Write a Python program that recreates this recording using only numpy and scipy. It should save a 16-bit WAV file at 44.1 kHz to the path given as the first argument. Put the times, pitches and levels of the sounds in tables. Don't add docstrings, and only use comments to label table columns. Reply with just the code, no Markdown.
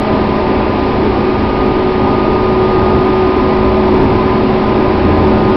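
import sys
import numpy as np
from scipy import signal
from scipy.io import wavfile
from scipy.ndimage import uniform_filter1d

SR = 44100
rng = np.random.default_rng(int(sys.argv[2]) if len(sys.argv) > 2 else 0)


def attenuation_scalar(level_db):
    decades = np.asarray(level_db, float) / 20
    return 10 ** decades


def pcm_store(signal):
    levels = np.round(np.clip(np.atleast_2d(signal), -1, 1) * 32767)
    wavfile.write(sys.argv[1], SR, levels.astype(np.int16).T)


N = 245195


def motor():
    # time_s, shaft_rate_hz
    shaft_speed = [(0, 53.14), (.7, 53.2), (1.4, 53.26), (2.8, 53.36), (4.2, 53.45), (5.56, 53.53)]
    loud_orders = (4, 7, 19, 23)
    loud_db = [-21, -17, -29.5, -29.5]
    loud_follow = [0.85, 1.4, .6, 0.33]
    faint_orders = (1, 5, 6, 8, 10, 11, 12, 14, 15, 16, 17, 22, 27, 37, 42)
    faint_db = [-34, -28, -32, -28.5, -36, -29.5, -35, -37, -37, -36, -36, -41, -44, -51, -49]

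    turns = np.cumsum(follow(shaft_speed, column=1)) / SR
    hum = np.zeros(N)
    for order, db, share in zip(loud_orders, loud_db, loud_follow):
        phase = order * turns + rng.random() + 0.054 * wander(5.0)
        hum_db = db + share * load_db() + swells_db(order) + 0.74 * wander(12.0)
        hum += attenuation_scalar(hum_db) * np.cos(2 * np.pi * phase)
    for order, db in zip(faint_orders, faint_db):
        phase = order * turns + rng.random() + 0.09 * wander(4.4)
        hum_db = db + swells_db(order) + 2.08 * wander(4.0)
        hum += attenuation_scalar(hum_db) * np.cos(2 * np.pi * phase)
    return np.sqrt(2) * hum


def swells_db(order):
    # middle_s, shaft multiple, lift_db, half_length_s
    swells = [(3.28, 4, -2.5, 0.17), (3.66, 4, 3, 0.22), (4.45, 4, 2.5, 0.31), (5.38, 4, 3, .12),
              (.4, 11, -3, 0.27), (1.92, 11, -6.5, .14), (2.75, 11, -7.5, 0.36), (3.45, 11, -6, 0.18),
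              (.2, 7, -5.5, 0.24), (.9, 7, -4, 0.32), (1.28, 7, 3.5, 0.091), (1.44, 7, -8.5, .08),
              (1.85, 7, 3, 0.16), (2.75, 7, 3, .25), (3.2, 7, 3.5, .09), (3.84, 7, 1.5, 0.071),
              (5.15, 7, -3.5, .25), (.25, 19, 4, .22), (1.28, 19, -13.5, .2), (2.1, 19, -11, 0.46),
              (3.52, 19, 5, 0.13), (4.32, 19, 6.5, .11), (4.64, 19, 4.5, .09), (5.28, 19, 3, 0.13),
              (1.12, 23, -6, .09), (1.62, 23, 4, .12), (2.7, 23, 6, 0.87), (4.0, 23, -3, 0.26),
              (4.48, 23, -10.5, .09), (5.54, 23, 3, 0.11)]
    return sum(lift * hump(s, half) for s, which, lift, half in swells if round(which) == order)


def wheels():
    # frequency_hz, density_db (per Hz)
    thud_shape = [(8, -24.5), (14, -2.5), (40, -7), (60, -0.5), (110, 0.5), (160, -5.5), (200, -6.5),
                  (300, -38.5)]
    boom_shape = [(150, -25.5), (200, -3.5), (240, -4.5), (340, -3.5), (400, -2), (440, -9), (550, -33)]
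    roar_shape = [(350, -23.5), (430, 0), (490, -4), (560, -4), (700, -3), (820, -2), (1000, -3.5),
                  (1080, -6.5), (1300, -11), (1500, -24.5)]
    # time_s, bogie_db, floor_db
    surges = [(.11, 2, 1.3), (.5, .5, 2.5), (0.661, -2.1, -1), (.88, 0, -1.7), (1.06, 1.5, 3.5),
              (1.27, -2, 0), (1.56, -0.5, -3.5), (2.3, 1.7, 2), (2.8, 2, 1.5), (2.96, 4, 0.8),
              (3.1, -3.5, -1.1), (3.3, -4.5, 1.7), (3.62, 0, -2.5), (3.86, -3, -0.3), (4.02, 2.5, 2.5),
              (4.23, 1, -2.5), (4.62, 2.5, -0.5), (4.8, 0.5, 3.5), (5.05, 3, 3.5), (5.249, 3, 1.5),
              (5.4, 2.5, .3)]

    surge_s = 0.06
    bogie_db = sum(db * hump(s, surge_s) for s, db, _ in surges)
    floor_db = sum(db * hump(s, surge_s) for s, _, db in surges)
    load = load_db()
    thud = attenuation_scalar(-20 + 1.3 * load + bogie_db) * rushing(thud_shape, patchy_db=-0.15, ring=0.8)
    boom = attenuation_scalar(-17.5 + 0.66 * load + floor_db) * rushing(boom_shape, patchy_db=-0.2, ring=1.0)
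    roar = attenuation_scalar(-18.5 + 0.65 * load) * rushing(roar_shape, patchy_db=1.72, ring=0.86)
    return thud + boom + roar


def load_db():
    # time_s, load_db
    wheel_load = [(0, -11.5), (.7, -11.5), (1.1, -11.5), (1.4, -11.5), (1.9, -11.5), (2.3, -11), (2.9, -10),
                  (3.35, -11), (3.95, -9), (4.65, -11), (5.1, -9), (5.56, -9)]
    usual_db = -11
    return follow(wheel_load, column=1) - usual_db


def jolts():
    # loudest_s, pitch_hz, rms_db, rise_s
    joints = [(.55, 61.1, -26, .06), (1.07, 62, -22.5, 0.056), (1.68, 207, -29, 0.056),
              (2.139, 627, -26, 0.047), (2.93, 70.2, -24, 0.088), (3.722, 62.7, -21.5, 0.066),
              (4.0, 276.3, -19.5, 0.11), (4.08, 108, -22.5, 0.067), (4.33, 253.3, -21, .08),
              (4.819, 322, -19, .07), (5.05, 85, -18, 0.13), (5.22, 306, -18.5, 0.18)]
    t = np.arange(N) / SR
    ringing = np.zeros(N)
    for (s, hz, db, rise), start in zip(joints, rng.random(len(joints))):
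        u = np.maximum((t - s) / rise + 1, 0)
        swell = u * np.exp(1 - u)
        ringing += attenuation_scalar(db) * swell * np.sqrt(2) * np.cos(2 * np.pi * (hz * t + start))
    return ringing


def air():
    # frequency_hz, density_db (per Hz)
    hiss_shape = [(900, -27.5), (1300, -10.5), (1510, -2.5), (2000, -4), (2470, -4.5), (3110, -10.5),
                  (3700, -12.5), (4320, -14), (5160, -18.5), (5500, -19.5), (5600, -63.5)]
    return attenuation_scalar(-28 + 0.27 * wander(0.65)) * rushing(hiss_shape, patchy_db=0.9, ring=0)


def rushing(shape, patchy_db, ring):
    # pitch_hz, width_hz, lift_db
    panels = [(108, 13, -1), (257, 27, 2.5), (261, 26, 4.5), (306, 11, 6), (334, 28, 3.5), (483, 21, 5.5),
              (534, 18, 4.5), (635, 20, 7), (667, 23, -3.5), (789, 45, 4), (910, 27, 2.5), (1009, 20, 7)]
    hz = np.fft.rfftfreq(4096, 1 / SR)
    real, imag, patches = rng.standard_normal((N // 1024 + 5, 2049, 3)).T
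    patches = uniform_filter1d(patches, size=5, axis=0)
    patches = evened(uniform_filter1d(patches, size=6, axis=1))
    modes_db = sum(db / (1 + (2 * (hz - f) / width) ** 2) for f, width, db in panels)
    colour_db = read(shape, hz) + ring * modes_db
    spectra = (real + 1j * imag) * attenuation_scalar(colour_db[:, None] + patchy_db * patches)
    return evened(signal.istft(spectra, nperseg=4096, noverlap=3072)[1][:N])


def read(points, hz):
    f, value = np.transpose(points)
    return np.interp(np.log(hz + 1), np.log(f + 1), value, left=-120, right=-120)


def follow(table, column):
    rows = np.array(table)
    return np.interp(np.arange(N) / SR, rows[:, 0], rows[:, column])


def hump(s, half):
    return np.exp(-((np.arange(N) / SR - s) / half) ** 2)


def wander(top_hz):
    t = np.arange(0, N + 256, 256) / SR
    rates_hz = top_hz * np.geomspace(0.08, 1, 12)
    slow = sum(np.sin(2 * np.pi * (f * t + rng.random())) / np.sqrt(f) for f in rates_hz)
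    return np.interp(np.arange(N) / SR, t, evened(slow))


def evened(x):
    return x / np.sqrt(np.mean(x ** 2) + 1e-20)


def scene():
    return (motor() + wheels() + jolts() + air())[None]


def low_pass(x):
    return signal.sosfilt(signal.butter(12, 15850, fs=SR, output="sos"), x)


def record(dry):
    ceiling, offset, full_scale = 0.6915, -0.0115, 0.7048
    coarse = np.clip(dry[:, ::4], -ceiling, ceiling) + offset
    smooth = signal.firwin(127, 5500, window=("kaiser", 8.0), fs=SR)
    stretched = signal.resample_poly(coarse, up=4, down=1, axis=1, window=smooth, padtype="reflect")[:, :N]
    mirror = attenuation_scalar(-87) * np.cos(np.pi / 2 * np.arange(N))
    stretched = stretched * (1 + mirror)
    clipped = np.clip(stretched, -full_scale, full_scale)
    rounded = np.round(clipped * 2 ** 15) / 2 ** 15
    return low_pass(rounded)


dry = scene()
out = record(dry)
pcm_store(out)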